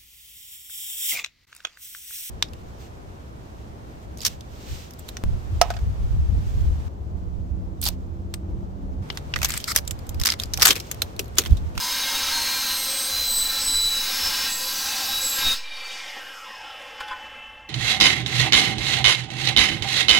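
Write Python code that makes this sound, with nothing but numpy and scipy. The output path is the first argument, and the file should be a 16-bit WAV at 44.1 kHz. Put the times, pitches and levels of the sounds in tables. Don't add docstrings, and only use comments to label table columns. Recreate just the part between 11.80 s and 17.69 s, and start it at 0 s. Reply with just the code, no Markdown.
import sys
import numpy as np
from scipy import signal
from scipy.fft import rfft, irfft, next_fast_len
from scipy.io import wavfile
from scipy.ndimage import uniform_filter1d

SR = 44100
rng = np.random.default_rng(int(sys.argv[2]) if len(sys.argv) > 2 else 0)


def ratio(d):
    e = np.asarray(d, float) / 20
    return 10 ** e


def int16_out(signal):
    q = np.round(np.clip(np.atleast_2d(signal).T, -1, 1) * 32767)
    wavfile.write(sys.argv[1], SR, q.astype(np.int16))


N = 259749
TEETH_COUNT = 60
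THROUGH_S = 3.725


def seconds():
    return np.arange(N) / SR


def in_time(rows):
    s, values = np.transpose(rows)
    return np.interp(seconds(), s, values)


def rms_one(x):
    return x / np.sqrt(np.mean(x ** 2) + 1e-20)


def drift(rate):
    pole = np.exp(-80 * np.pi * rate / SR)
    white = rng.standard_normal(N // 40 + 2002)
    slow = signal.lfilter([1], [1, -2 * pole, pole * pole], white)[2000:]
    return np.interp(np.arange(N) / 40, np.arange(len(slow)), rms_one(slow))


def narrow(hz, width_hz, steady=0.):
    phase = 2 * np.pi * np.cumsum(hz * np.ones(N)) / SR
    in_phase = (steady + drift(width_hz)) * np.cos(phase)
    return rms_one(in_phase + drift(width_hz) * np.sin(phase))


def swells(rows):
    t = np.arange(0, N / SR + .002, .001)
    gain = 0
    for peak_s, rise, fall, db in rows:
        distance = (t - peak_s) / np.where(t < peak_s, rise, fall)
        gain = gain + ratio(np.maximum(db - 20 * distance ** 2, -150))
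    return np.interp(seconds(), t, gain)


def coloured(x, points):
    hz = np.fft.rfftfreq(next_fast_len(N), 1 / SR) + 1
    f, db = np.array(points).T
    return rfft(x, next_fast_len(N)) * ratio(np.interp(np.log(hz), np.log(f), db)), hz


# t/s, f/Hz
TOOTH_RATE = [(0, 4330), (.5, 4245), (.75, 4205), (1.2, 4095), (1.5, 4022), (1.8, 3994), (2, 3972),
              (2.2, 3935), (2.5, 3893), (2.85, 3825), (3.05, 3870), (3.3, 3910), (3.4, 3893), (3.6, 3795),
              (3.75, 3715)]


def tooth_rate():
    return uniform_filter1d(in_time(TOOTH_RATE), SR // 10, mode="nearest")


# t/s, rate/(turns per s)
SPIN = [(3.7, 62), (3.8, 67), (4.05, 70), (4.2, 68), (4.65, 35), (4.8, 26), (5.1, 16), (5.4, 9.5),
        (5.89, 4.5)]


def turns():
    braked = uniform_filter1d(in_time(SPIN), SR // 10)
    return np.where(np.arange(N) < SPIN[0][0] * SR, tooth_rate() / TEETH_COUNT, braked)


# peak t/s, rise/s, fall/s, peak level/dB
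SQUEALS = [
    [(.54, 0.039, 0.81, -30.5), (1.41, 0.14, 0.52, -26.5), (2.06, 0.29, 0.26, -23.5),
     (3.36, 0.077, .11, -26), (3.72, 0.1, 0.039, -19)],
    [(1.2, 0.45, 0.22, -33), (1.58, 0.15, 0.13, -22.5), (1.92, .2, .25, -24.5), (2.73, .09, 0.15, -31.5),
     (3.46, 0.073, 0.16, -25.5)],
    [(.95, .35, 0.96, -39.5), (1.55, 0.13, .25, -35), (2.35, 0.1, 0.27, -42), (2.87, 0.12, 0.19, -41.5),
     (3.28, 0.099, 0.31, -39.5), (3.55, 0.16, 0.12, -34.5)],
    [(1.5, .6, .3, -48), (1.95, .3, 0.13, -48), (2.3, 0.27, 0.2, -42), (2.76, 0.16, .2, -55),
     (2.95, .15, 0.16, -44), (3.52, 0.15, 0.16, -40)],
]
WHINE_DB = [-59.5, -64, -46.5, -60]


def whine():
    rate_hz = tooth_rate()
    wobble = 1 + 0.09 * np.sin(2 * np.pi * np.cumsum(turns()) / SR)
    leaves = np.clip((3.77 - seconds()) / 0.05, 0, 1)
    tones = 0
    for multiple, (db, rows) in enumerate(zip(WHINE_DB, SQUEALS), 1):
        tone = narrow(multiple * rate_hz, 8.4 * multiple, steady=6)
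        tones = tones + (ratio(db) + swells(rows)) * tone
    return leaves * wobble * tones


# t/s, level/dB
BITE = [(0.0, -35.5), (0.26, -32.5), (0.89, -33), (1.02, -36.5), (1.39, -36), (1.56, -39), (1.77, -35),
        (1.84, -36), (1.99, -37.5), (2.03, -41.5), (2.04, -38.5), (2.39, -32.5), (2.68, -33), (2.74, -39),
        (3.17, -34), (3.52, -37.5), (3.59, -31.5), (3.72, -32)]
# level/dB at a bite of -37 dB, share of bite swing, fall/(dB per s) once
TEARING = [(-39.5, 0.57, 259), (-35.5, 1.52, 229), (-31, 0.51, 158), (-32.5, 0.033, 290.5)]


def tearing():
    through = np.maximum(seconds() - THROUGH_S, 0)
    swing_db = in_time(BITE) + 37
    return [np.maximum(db + share * swing_db - fall * through, -110) for db, share, fall in TEARING]


def chips():
    sizes = ratio(3.0 * np.minimum(rng.exponential(1, N), 4))
    clicks = (rng.random(N) < 6000 / SR) * sizes * rng.choice([-1, 1], N)
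    angle = np.cumsum(turns()) / SR % 1
    patterns = np.diff(rng.standard_normal((2, 241)))
    one, other = (np.interp(angle, np.arange(240) / 240, p, period=1) for p in patterns)
    blend = 2 * drift(.7)
    uneven_teeth = rms_one(np.cos(blend) * one + np.sin(blend) * other)
    return rms_one(clicks) * .5 + rng.standard_normal(N) + .75 * uneven_teeth


# from f/Hz, to f/Hz
BANDS = [(300, 1400), (1400, 3500), (3500, 7900), (7900, 16000)]


def hiss(source, colour, levels, patchy_db):
    spectrum, hz = coloured(source, colour)
    power = np.abs(spectrum) ** 2 * 2 / next_fast_len(N) ** 2
    octaves = np.log2(hz)
    band_db = [10 * np.log10(power[(hz > lo) & (hz < hi)].sum()) for lo, hi in BANDS]
    levels = [curve - own_db for curve, own_db in zip(levels, band_db)]
    places = np.log2(np.prod(BANDS, axis=1)) / 2
    together, out = drift(48), 0
    for centre in np.arange(6.8, 14.4, .5):
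        shape = np.cos(np.pi * np.clip(octaves - centre, -.5, .5)) ** 2
        place = np.interp(centre, places, [0, 1, 2, 2.999])
        below = int(place)
        level_db = levels[below] + place % 1 * (levels[below + 1] - levels[below])
        flicker_db = patchy_db * (0.27 * together + drift(7.9))
        out = out + ratio(level_db + flicker_db) * irfft(spectrum * shape)[:N]
    return out


# f/Hz, level/dB per Hz
CUT_COLOUR = [(59, -48), (100, -10.5), (383, -11.5), (539, -13.5), (653, -10), (826, -10.5), (1600, -9.5),
              (1980, -17), (3520, -11.5), (3920, -9), (4270, -7), (7270, -13), (7920, -13), (9000, -13.5),
              (16400, -12)]


def cut_noise(cut_db):
    return hiss(chips(), CUT_COLOUR, cut_db, patchy_db=0.7) * ratio(-2.5)


# f/Hz, width/Hz, early level/dB, midway level/dB, late level/dB
BAR = [(927, 18, -5.5, -49, -37), (1002, 7.6, -6.5, -17.5, -9.5), (1592, 8, -4.5, -37, -9),
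       (1824, 49, -53, -27, -26.5), (2130, 21, -6, -11.5, -13), (2614, 89, -33, -21, -3.5),
       (3310, 20, -9, -8, -30), (3767, 24, -1, -14, -5), (3750, 5.9, -7, -65, -20.5),
       (3972, 10.8, -3.5, 4, -1), (4540, 23, -32, -8.5, -4.5), (4660, 23.76, -7, -4, -19.5),
       (4870, 46, -22, -17, -2.5), (5070, 45, -1, -0.5, -2), (5360, 7.6, -17.5, -1.5, -2.5),
       (5447, 10, -3.5, -8.5, -12.5), (5770, 28, -28, -20, -35), (6120, 44, -10, -1, -17),
       (6334, 57, 0, -8, -4.5), (7730, 78, -29, -7, -8)]


def bar(drive_db):
    t = seconds()
    held_db = np.maximum.accumulate(drive_db - 31 + 45 * t) - 45 * t
    drive_db = np.maximum(drive_db, held_db)
    out = 0
    for hz, width, *levels in BAR:
        mode_db = drive_db - 8.5 + np.interp(t, [.6, 1.6, 2.7], levels) + 1.8 * drift(2.5)
        stray_hz = hz * (1 + .004 * drift(.8))
        out = out + ratio(mode_db) * narrow(stray_hz, width * 0.96, steady=.6)
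    return out


# f/Hz at rest, nodal diameters
BLADE = [(2667, 4.0), (3027, 1.9), (2093, 3), (3308, 3.4), (1770, 3.1), (1615, 1.2), (862, .3), (1130, 1.1),
         (3950, 3.1), (4700, 2)]
# backward level/dB, forward level/dB, growth/(dB per s) while braking
BLADE_DB = [(0, -2, 3), (0, -11, 2), (-8, -8, 2), (-16, -14, .3), (-12, -7, 2), (-13, -10, 3), (-10, -5, 4),
            (-16, -16, .3), (-30, -34, -18), (-30, -34, -20)]


def blade(mid_db):
    spin, t = turns(), seconds()
    free_db = -50 - 26 * np.maximum(t - 5.64, 0)
    ring_db = np.where(t < SPIN[0][0], mid_db - 12.5, free_db)
    braking = np.clip(t - 5, -1.2, 1)
    out = 0
    for (hz, diameters), (back_db, forward_db, growth) in zip(BLADE, BLADE_DB):
        for way, db in ((-1, back_db), (1.0, forward_db)):
            wave = narrow(hz + way * diameters * spin, 3.0 * (1 + 2000 / hz), steady=hz / 900)
            out = out + ratio(ring_db + db + growth * braking) * wave
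    return out


# multiple of blade turns, level/dB
MOTOR = [(4.1, -75.5), (8.1, -63.5)]


def motor():
    loaded = np.clip((3.8 - seconds()) * 10, 0, 1)
    spin = turns()
    return loaded * sum(ratio(db + 6.9 * drift(7.5)) * narrow(order * spin, 7.7, steady=1.0)
                        for order, db in MOTOR)


# from t/s, to t/s, f/Hz, width/Hz, level/dB
FAINT = [(-.3, 3.9, 3972, 4.5, -40), (3.74, 4.3, 3736, 19, -45.5), (0.848, 1.9, 532.6, 10, -49.5),
         (1.298, 1.2, 3900, 4.2, -43), (2.252, 2.72, 5270, 18, -30.5), (2.551, 2.88, 1860, 26, -43.5),
         (2.798, 3.45, 5883, 13, -37.5), (2.98, 3.42, 806, 67, -42), (3.281, 3.86, 3960, 4.8, -39),
         (3.55, 3.67, 1600, 11, -38), (3.74, 4.3, 2368, 25, -43), (3.85, 4.25, 4570, 53, -44),
         (4.302, 5.1, 5200, 176, -52.5), (4.119, 4.8, 12100, 520, -62), (4.651, 5.55, 14400, 670, -78),
         (4.7, 5.8, 13200, 810, -75), (4.947, 7.2, 227.2, 8.8, -64)]


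def faint():
    t, out = seconds(), 0
    for start, end, hz, width, db in FAINT:
        arch = np.sin(np.pi * np.clip((t - start) / (end - start), 0, 1)) ** 0.87
        out = out + ratio(db) * arch * narrow(hz, width, steady=min(12 / width, .8))
    return out


# t/s, level/dB
FREE_SWING = [(3.7, -33), (3.78, -8.5), (3.98, -0.5), (4.13, 3), (4.27, 1), (4.6, -2), (5.3, 3.5), (5.6, 0),
              (5.89, -6.5)]
# level/dB at full speed, share of that level swing, loss/dB per halving of speed
AIR = [(-41.5, 0.7, 0.46), (-40.5, 1, 1.26), (-38.5, 0.97, 5.5), (-54, 0.73, 4.5)]
# f/Hz, level/dB per Hz
FREE_COLOUR = [(60, -60), (100, -10.5), (200, -19.5), (400, -12.5), (500, -7.5), (900, -4), (1600, -0.5),
               (3000, 2), (3500, 0), (4000, -10.5), (5200, -7.5), (7500, -14.5), (14000, -20.5),
               (16400, -30)]


def draught():
    halvings = np.log2(70 / turns())
    swing_db = in_time(FREE_SWING)
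    levels = [db + share * swing_db - loss * halvings for db, share, loss in AIR]
    return hiss(rng.standard_normal(N), FREE_COLOUR, levels, patchy_db=1.64) * ratio(-4.5)


# t/s, level/dB
WHIRR = [(3.7, -69), (3.8, -48), (4.25, -38), (4.95, -44), (5.15, -50.5), (5.45, -70), (5.89, -69.5)]
# peak t/s, rise/s, fall/s, peak level/dB
WHISTLES = [
    (3.95, .6, .9, -52),
    (4.8, 0.21, 0.28, -47.5),
    (5.1, 0.13, .35, -56),
]


def run_down():
    spin = turns()
    whirr = .7 * narrow(35 * spin, 110)
    for order in (30, 32.5, 35, 37.5):
        whirr = whirr + .5 * narrow(order * spin, 20, steady=1.8)
    whistle = swells(WHISTLES) * narrow(TEETH_COUNT * spin, 44, steady=1.0)
    return ratio(in_time(WHIRR) - 5.5) * whirr + whistle


def bandpass(x, order, low_hz, high_hz):
    return signal.sosfilt(signal.butter(order, [low_hz, high_hz], "band", fs=SR, output="sos"), x)


# t/s, peak level/dB, centre f/Hz, t60/s, sharp tick level/dB, ring level/dB
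KNOCKS = [
    (4.363, -25, 540, .08, -36, -40),
    (5.18, -34, 850, .25, -44, -22),
    (5.201, -16, 1400, .07, -23, -25),
    (5.279, -27, 2500, .07, -21, -20),
    (5.308, -24.5, 1300, .14, -36, -16),
    (5.458, -41, 4300, .06, -44, -30),
    (5.79, -54, 5600, .04, -44, -40),
]
# f/Hz, level/dB, t60/s
OFFCUT = [(846, -6, 1), (1024, -3.5, 0.17), (1240, -3, 0.13), (1496, 5.5, 0.28), (1580, -5, 0.085),
          (2020, -15, 0.047), (3390, -1.5, 0.093), (4970, 1, 0.059)]


def knocks():
    out, t = np.zeros(N + SR), np.arange(SR // 3) / SR
    rise = 1 - np.exp(-t / .003)
    for s, db, hz, t60, tick_db, ring_db in KNOCKS:
        white = rng.standard_normal((2, len(t)))
        crack = rms_one(bandpass(white[0], 2, hz / 1.5, hz * 1.4))
        tick = rms_one(bandpass(white[1], 1, 1500, 4000))
        noise = ratio(-6 - 60 * t / t60) * crack + ratio(tick_db + 6 - 60 * t / .06) * tick
        body = 0
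        for mode, level, ring in OFFCUT:
            decay = ratio(level + rng.normal(0, 5.7) - 60 * t / ring)
            body = body + decay * np.sin(2 * np.pi * mode * t)
        out[round(s * SR):][:len(t)] += ratio(db) * rise * (noise + ratio(ring_db + 6.0) * body)
    return out[:N]


def echo(x):
    delay_s, gain, dull_hz = .003775, .8, 13860
    size = next_fast_len(N + 400)
    hz = np.fft.rfftfreq(size, 1 / SR)
    back = gain / np.sqrt(1 + (hz / dull_hz) ** 2)
    response = (1 + back * np.exp(-2j * np.pi * hz * delay_s)) / np.sqrt(1 + back ** 2)
    return irfft(rfft(x, size) * response, size)[:N]


# f/Hz, level/dB
PORTS = [(60, -20), (110, -9.5), (200, -28), (380, -24.5), (700, -36.5), (1290, -45.5), (2380, -44.5),
         (4400, -44.5), (8120, -36.5), (15000, -33.5)]


def ports(mid):
    scatter = rng.standard_normal(2500) * np.exp(-np.arange(2500) / 700)
    scattered = signal.fftconvolve(mid, scatter / np.linalg.norm(scatter))[:N]
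    side = ratio(7) * irfft(coloured(scattered, PORTS)[0])[:N]
    return np.array([mid + side, mid - side])


def scene():
    cut_db = tearing()
    tones = whine() + bar(cut_db[2]) + blade(cut_db[1]) + motor() + faint()
    return ports(echo(cut_noise(cut_db) + draught() + run_down() + knocks()) + tones)


def capsule(dry):
    push, settle_s = 5.3, 0.3
    load = uniform_filter1d(dry.mean(axis=0) ** 2, size=220)
    keep = np.exp(-1 / (settle_s * SR))
    rest = -push * signal.lfilter([1, -1], [1, -keep], load - load[:SR // 10].mean())
    load_db = 10 * np.log10(uniform_filter1d(load, 2500) + 1e-9) + 25
    loaded_db = -59 + 2.2 * load_db + 1.4 * drift(8.9)
    free_db = -80 + 11.5 * np.maximum(seconds() - THROUGH_S, 0)
    low = bandpass(rng.standard_normal((2, N)), 3, 18, 85)
    rumble = rms_one(low[0]) + .05 * rms_one(low[1]) * [[1], [-1]]
    return rest + ratio(np.maximum(loaded_db, free_db)) * rumble


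def low_pass(x):
    return signal.sosfilt(signal.butter(12, 16510, fs=SR, output="sos"), x)


def record(dry):
    heard = rfft(.45 * np.tanh(dry / .45) + capsule(dry), next_fast_len(N))
    passes = np.fft.rfftfreq(next_fast_len(N), 1 / SR) < 16530
    return low_pass(irfft(heard * passes)[:, :N])


dry = scene()
out = record(dry)
int16_out(out)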